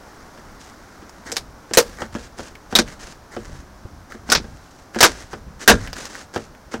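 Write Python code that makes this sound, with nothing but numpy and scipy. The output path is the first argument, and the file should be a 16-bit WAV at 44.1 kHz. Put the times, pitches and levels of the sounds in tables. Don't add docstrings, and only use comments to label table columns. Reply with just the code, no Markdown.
import sys
import numpy as np
from scipy import signal
from scipy.fft import rfft, irfft
from scipy.io import wavfile
from scipy.ndimage import uniform_filter1d

SR = 44100
rng = np.random.default_rng(int(sys.argv[2]) if len(sys.argv) > 2 else 0)


def master_out(mix):
    frames = np.transpose(np.atleast_2d(mix))
    ceiling = np.clip(frames, -1, 1)
    pcm = np.round(ceiling * 32767).astype(np.int16)
    wavfile.write(sys.argv[1], SR, pcm)


N = 299880
AGE = np.arange(SR // 2) / SR
BINS = np.fft.rfftfreq(4096, 1 / SR)

# t/s, crack level/dB, knock level/dB, deck ring level/dB,
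# ring length/factor, favoured pitch f/Hz, lift at that pitch/dB, low edge f/Hz, top edge f/Hz
PLANK_HITS = [ (1.3184, -26.5, -42, -31, 1.15, 5800, 6, 300, 11800),
              (1.3230, -35, -46, -21, 0.35, 7740, 18, 250, 10600),
              (1.3676, -19, -28.5, -40, 0.9, 4300, 3, 302, 11800),
              (1.736, -21, -34, -30, 0.41, 6250, 8, 400, 12100),
              (1.7392, -21, -27, -28, 1.17, 7800, 10, 400, 12100),
              (1.7724, 6, 0, -9.5, 0.77, 503, 10, 347, 14400),
              (2.7530, -7, -12.5, -19.5, 1.03, 3690, 10, 152.4, 11300),
              (2.788, -7.5, -14.5, -9, 0.74, 3800, 2, 176, 8600),
              (4.3008, -20.5, -54, -47, 1.3, 5200, 7, 198, 9550),
              (4.3190, -5, -17.5, -31, 0.77, 1480, 10.5, 222, 11200),
              (4.3245, -17.5, -16, -23, 0.71, 5630, 15, 219, 11000),
              (4.3506, -7, -42, -45, 0.91, 3950, 1, 151, 5800),
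              (4.9884, -24, -36, -39, 1.3, 1600, 9, 250, 8400),
              (5.0064, -3.5, -9.5, -39, 1.23, 1550, -1.5, 286, 9100),
              (5.028, 8, 2.5, -21, 0.9, 1030, 1.5, 314, 9100),
              (5.043, -3, -4.5, -22, 0.7, 1600, 1.5, 279, 8800),
              (5.677, 10, 7, 0, 0.79, 1640, 7.5, 119, 8950), (5.6960, -1, 3, 0.5, 0.8, 255, 1, 40.3, 8900)]
# t/s, deck ring level/dB, knock level/dB, favoured pitch f/Hz, deck sway level/dB
STEPS = [ (0.377, -39, -41.5, 340, -46), (1.022, -39, -46, 344, -63), (1.7115, -26.5, -37, 327, -51),
         (2.0202, -26.5, -26, 222, -42), (2.1513, -23, -29, 250, -50), (2.394, -30, -32, 540, -52.5),
         (2.7264, -21, -28.5, 340, -38), (3.3659, -22, -33, 358, -39), (3.492, -39, -63, 200, -42),
         (3.851, -36, -62, 112, -44.5), (4.147, -33.5, -48, 323, -43.5), (4.291, -25, -28, 275, -36.5),
         (4.398, -32.5, -60, 210, -45), (4.443, -36.5, -42, 206, -51), (4.9608, -18.5, -28, 310, -51),
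         (5.332, -27.5, -29, 605, -38.5), (6.3614, -16.5, -23.5, 280, -56), (6.7406, -21, -25.5, 644, -36)]
# f/Hz, relative level/dB, t60/s before the length factor
DECK_MODES = [(67, -12.5, 0.25), (103, -11, .3), (210.8, -0.5, 0.18), (226, 1.5, 0.21),
              (272.6, -5.5, 0.172), (338, 0, 0.12), (360.6, -2, 0.13), (425, -6, 0.21), (479.4, -3, 0.21),
              (524, 4, 0.042), (580, -8, 0.21), (651, -15, 0.23), (747, -1, 0.078)]
# f/Hz, relative density/dB per Hz
KNOCK_COLOUR = [(40, -15.5), (250, -7.5), (600, 0), (900, 2.5), (1200, 1.5), (1700, 4.5), (2100, -6.5),
                (3000, -3.5), (8000, -57.5)]
# f/Hz, relative density/dB per Hz
CRACK_COLOUR = [(100, -11.5), (1200, -9.5), (2200, -6), (2800, -10.5), (3600, -8), (5400, -4.5),
                (7500, -11), (11000, -16), (16000, -17)]


def clacks(contact=11, deck_length=0.93, plank_db=-10):
    # f/Hz, relative level/dB, t60/s before the length factor
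    plank_modes = [(940, -5.5, 0.18), (961, -6, 0.12), (1192, 2, 0.15), (1394, -13, 0.29), (1614, -6, 0.29),
                   (1850, 4, 0.089), (3790, 13, .1), (3636, 1, 0.14), (5020, 7, 0.088), (6170, 1, 0.15)]
    out = np.zeros(N)
    crack = unit(amp(read(CRACK_COLOUR, BINS)))
    knock = unit(amp(read(KNOCK_COLOUR, BINS)))
    for s, crack_db, knock_db, deck_db, length, pitch_hz, lift_db, low_hz, top_hz in PLANK_HITS:
        band = above(BINS, low_hz) / np.hypot(1, (BINS / top_hz) ** 4)
        blend = np.hypot(amp(crack_db) * crack, amp(knock_db) * knock)
        colour = blend * band * lift(BINS, pitch_hz, lift_db)
        plank_ring = modes(plank_modes, pitch_hz, lift_db, length, build_s=0.00074, detune=0.011)
        deck_ring = modes(DECK_MODES, pitch_hz, lift_db, deck_length * length, build_s=0.0017, low_hz=low_hz)
        add(out, s, coloured(timber(length, contact), colour))
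        add(out, s, amp(knock_db + plank_db) * plank_ring)
        add(out, s, amp(deck_db) * deck_ring)
    return out


def footfalls(length=1.0, contact=12):
    # f/Hz, relative density/dB per Hz
    sole_colour = [(40, -10.5), (250, -6), (500, -3), (800, -0.5), (1100, -4), (1600, 0), (2200, -14.5),
                   (3200, -12.5), (8000, -55.5)]
    joist_hz, joist_db, joist_t60_s = 93.6, 19, 0.069
    out = np.zeros(N)
    knock = unit(amp(read(sole_colour, BINS)))
    joist = amp(joist_db - 60 * AGE / joist_t60_s) * np.sin(2 * np.pi * joist_hz * AGE)
    for s, deck_db, knock_db, pitch_hz, _ in STEPS:
        deck_ring = modes(DECK_MODES, pitch_hz, lift_db=5.5, length=0.79, build_s=0.00093)
        add(out, s, amp(knock_db) * coloured(timber(length, contact), knock))
        add(out, s, amp(deck_db) * deck_ring)
        add(out, s, amp(deck_db) * above(joist_hz, pitch_hz) * joist)
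    return out


def ticks(level_db=2, contact=14, knock_share=0.8, lift_db=11, octaves=0.35):
    # t/s, level/dB before level_db, f/Hz
    splinters = [ (1.095, -46, 6100), (1.361, -35, 6000), (2.554, -41, 2100), (2.878, -41, 2200),
                 (4.122, -37, 1560), (4.947, -33.5, 1940), (5.875, -34, 2020), (5.931, -31, 5030),
                 (5.967, -33, 1470), (6.055, -33, 5830), (6.153, -35.5, 1670), (6.550, -49.5, 2140)]
    grit_db, grit_hz = -13.5, 5010
    out = np.zeros(N)
    wood = amp(read(CRACK_COLOUR, BINS)) + knock_share * amp(read(KNOCK_COLOUR, BINS))
    underfoot = [(s, knock_db + grit_db, grit_hz) for s, _, knock_db, _, _ in STEPS]
    for s, db, pitch_hz in list(splinters) + underfoot:
        snap = timber(.55, contact)
        colour = unit(wood * lift(BINS, pitch_hz, lift_db, octaves))
        add(out, s, amp(db + level_db) * coloured(snap, colour))
    return out


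def scuffs(swish_db=-1, scrape_db=0, brush_cloth_db=-3, grit_db=-3, grains_per_s=320, grain_spread_db=4,
           flutter_db=2.0):
    # start t/s, time until release/s, cloth level/dB before swish_db,
    # sole level/dB before scrape_db
    leg_moves = [ (0.053, 1.36, -61, -55.5), (0.586, 0.081, -50, -53), (1.242, 0.053, -43, -38.5),
                 (1.84, 0.15, -51.5, -50), (1.973, 0.047, -51, -36), (2.13, 0.12, -45, -45.5),
                 (2.366, 0.12, -45.5, -47), (2.853, 0.082, -46, -44), (2.986, 0.13, -44.5, -45.5),
                 (3.3, 0.039, -48, -42), (3.367, 0.23, -53, -51.5), (4.088, 0.051, -50.5, -45),
                 (4.413, 0.42, -59.5, -60), (5.068, 0.15, -44.5, -44.5), (5.587, 0.054, -39, -38.5),
                 (5.792, 0.065, -43, -39), (5.942, 0.13, -37.5, -38), (6.086, 0.13, -42.5, -42),
                 (6.378, 0.068, -51, -56)]
    # f/Hz, relative density/dB per Hz
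    swish_colour = [(1200, -19), (2400, 7.5), (3400, 0.5), (5000, 2), (6500, 2), (8500, -5.5),
                    (12000, -16.5), (16000, -33.5)]
    # f/Hz, relative density/dB per Hz
    scrape_colour = [(80, -7.5), (250, 9.5), (500, 6), (1000, 1.5), (1600, 8), (2100, 6.5), (3000, -9),
                     (6000, -25.5)]
    attack_s, release_s = 0.024, 0.024
    brush_db, brush_lead_s, brush_hold_s = -15, 0.035, 0.01

    rubs = [(start, length, cloth_db + swish_db, sole_db + scrape_db)
            for start, length, cloth_db, sole_db in leg_moves]
    rubs += [(s - brush_lead_s, brush_lead_s + brush_hold_s, knock_db + brush_db + brush_cloth_db,
              knock_db + brush_db) for s, _, knock_db, _, _ in STEPS]
    cloth_power, sole_power = np.zeros((2, N))
    for start, length, cloth_db, sole_db in rubs:
        stroke = swell(attack_s, length, release_s)
        add(cloth_power, start, (amp(cloth_db) * stroke) ** 2)
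        add(sole_power, start, (amp(sole_db) * stroke) ** 2)

    sizes = amp(grain_spread_db * np.minimum(rng.exponential(1, N), 4)) * rng.choice([-1, 1], N)
    grit = unit(sizes * (rng.random(N) < grains_per_s / SR))
    flutter = amp(flutter_db * wander(31.8))
    friction = flutter * (rng.standard_normal(N) + amp(grit_db) * grit)
    swish = coloured(np.sqrt(cloth_power) * friction, unit(amp(read(swish_colour, BINS))))
    scrape = coloured(np.sqrt(sole_power) * friction, unit(amp(read(scrape_colour, BINS))))
    return swish + scrape


def rumble(steady_db=-51, lumps_db=2.5, plank_sway_db=-47):
    # f/Hz, relative density/dB per Hz
    rumble_colour = [(12, -11.5), (38, 1), (55, -0.5), (80, -1.5), (110, -7.5), (200, -9.5), (320, -20.5),
                     (700, -73)]
    power = np.full(N, amp(steady_db) ** 2)
    sway = swell(attack_s=0.076, hold_s=0.15, release_s=0.13)
    thud_db, thud_hz = -19.5, 55
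    thud = amp(thud_db) * swell(attack_s=0.009, hold_s=0.0374, release_s=0.062)
    for s, _, _, _, sway_db in STEPS:
        add(power, s, (amp(sway_db) * sway) ** 2)
    for s, _, _, deck_db, _, _, _, low_hz, _ in PLANK_HITS:
        add(power, s, (amp(plank_sway_db) * sway) ** 2)
        add(power, s, (amp(deck_db) * above(thud_hz, low_hz) * thud) ** 2)
    lumps = amp(lumps_db * wander(20))
    return np.sqrt(power) * unit(lumps * noise(rumble_colour))


def air_and_rustle(air_db=-48, extra_db=3.5, ease_s=2.4):
    # f/Hz, relative density/dB per Hz
    wash_colour = [(40, -4.5), (120, -7), (250, 0), (400, -4), (800, -4), (1500, -7), (2000, -14.5),
                   (2700, -20.5), (3600, -21.5), (5800, -17.5), (8000, -26.5), (11000, -30), (16000, -32.5)]
    easing = np.exp(-np.arange(N) / SR / ease_s)
    return amp(air_db + extra_db * easing) * noise(wash_colour)


def timber(length, contact, late_db=-46, late_t60=0.81, chatter_db=4, clump_db=1.5):
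    # f/Hz, t60/s before the length factor
    ring_decay = [(100, 0.38), (300, 0.17), (700, 0.11), (1600, 0.096), (4000, 0.096), (8000, 0.098),
                  (15000, 0.096)]
    count = len(AGE)
    sizes = amp(chatter_db * np.minimum(rng.exponential(1, count), 3)) * (rng.random(count) < .2)
    drift = unit(uniform_filter1d(rng.standard_normal(count), size=130))
    clumps = amp(clump_db * np.tanh(drift) * 2)
    chatter = unit(sizes * clumps * rng.choice([-1., 1.], count))
    hz, t, z = signal.stft(chatter, SR, nperseg=256)
    early = amp(-60 * t / (length * read(ring_decay, hz)[:, None]))
    echo = amp(late_db - 60 * t / late_t60)
    ring = signal.istft(z * (early + echo), SR, nperseg=256)[1][:count]
    ring[0] = contact
    return ring


def modes(table, pitch_hz, lift_db, length, build_s, low_hz=30, scatter_db=2, detune=0.023):
    hz, db, t60 = np.transpose(table)[:, :, None]
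    size, shift, phase = rng.standard_normal((3, len(table), 1))
    gains = amp(db + scatter_db * size)
    gains = gains / np.linalg.norm(gains) * lift(hz, pitch_hz, lift_db) * above(hz, low_hz)
    decays = amp(-60 * AGE / (t60 * length))
    tones = np.sin(2 * np.pi * (hz * (1 + detune * shift) * AGE + phase))
    return np.sqrt(2) * (gains * decays * tones).sum(0) * (1 - np.exp(-AGE / build_s))


def lift(hz, pitch_hz, lift_db, octaves=0.19):
    return amp(lift_db * np.exp(-.5 * (np.log2((hz + 1) / pitch_hz) / octaves) ** 2))


def above(hz, edge_hz):
    return 1 / np.hypot(1, (edge_hz / (hz + 1)) ** 3)


def swell(attack_s, hold_s, release_s):
    t = np.arange(2 * SR) / SR
    rise = np.sin(np.pi / 2 * np.minimum(t / attack_s, 1)) ** 2
    return rise * np.exp(-np.maximum(t - hold_s, 0) / release_s)


def coloured(x, gain):
    log_gain = np.log(np.maximum(gain, 1e-5))
    circle = np.concatenate([log_gain, log_gain[-2:0:-1]])
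    taps = np.fft.ifft(np.exp(np.conj(signal.hilbert(circle)))).real
    return signal.fftconvolve(x, taps[:len(gain)])[:len(x)]


def noise(colour, size=N):
    gain = amp(read(colour, np.fft.rfftfreq(size, 1 / SR)))
    return unit(irfft(rfft(rng.standard_normal(size)) * gain, size))


def wander(cutoff_hz):
    smoother = signal.butter(2, cutoff_hz, fs=SR, output="sos")
    return unit(signal.sosfilt(smoother, rng.standard_normal(N)))


def amp(db):
    return 10 ** (np.asarray(db) / 20)


def unit(x):
    return x / np.sqrt(np.mean(x ** 2) + 1e-20)


def read(points, hz):
    f, value = np.transpose(points)
    return np.interp(np.log(hz + 1), np.log(f + 1), value)


def add(mix, s, sound):
    part = mix[round(s * SR):][:len(sound)]
    part += sound[:len(part)]


def scene():
    return (clacks() + footfalls() + ticks() + scuffs() + rumble() + air_and_rustle())[None]


def record(dry, ceiling=0.64, edge_hz=16000):
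    clipped = dry / (1 + (dry / ceiling) ** 6) ** (1 / 6)
    taps = signal.firwin(255, edge_hz, window=("kaiser", 8), fs=SR)
    return signal.oaconvolve(clipped, taps[None], "same")


dry = scene()
out = record(dry)
master_out(out)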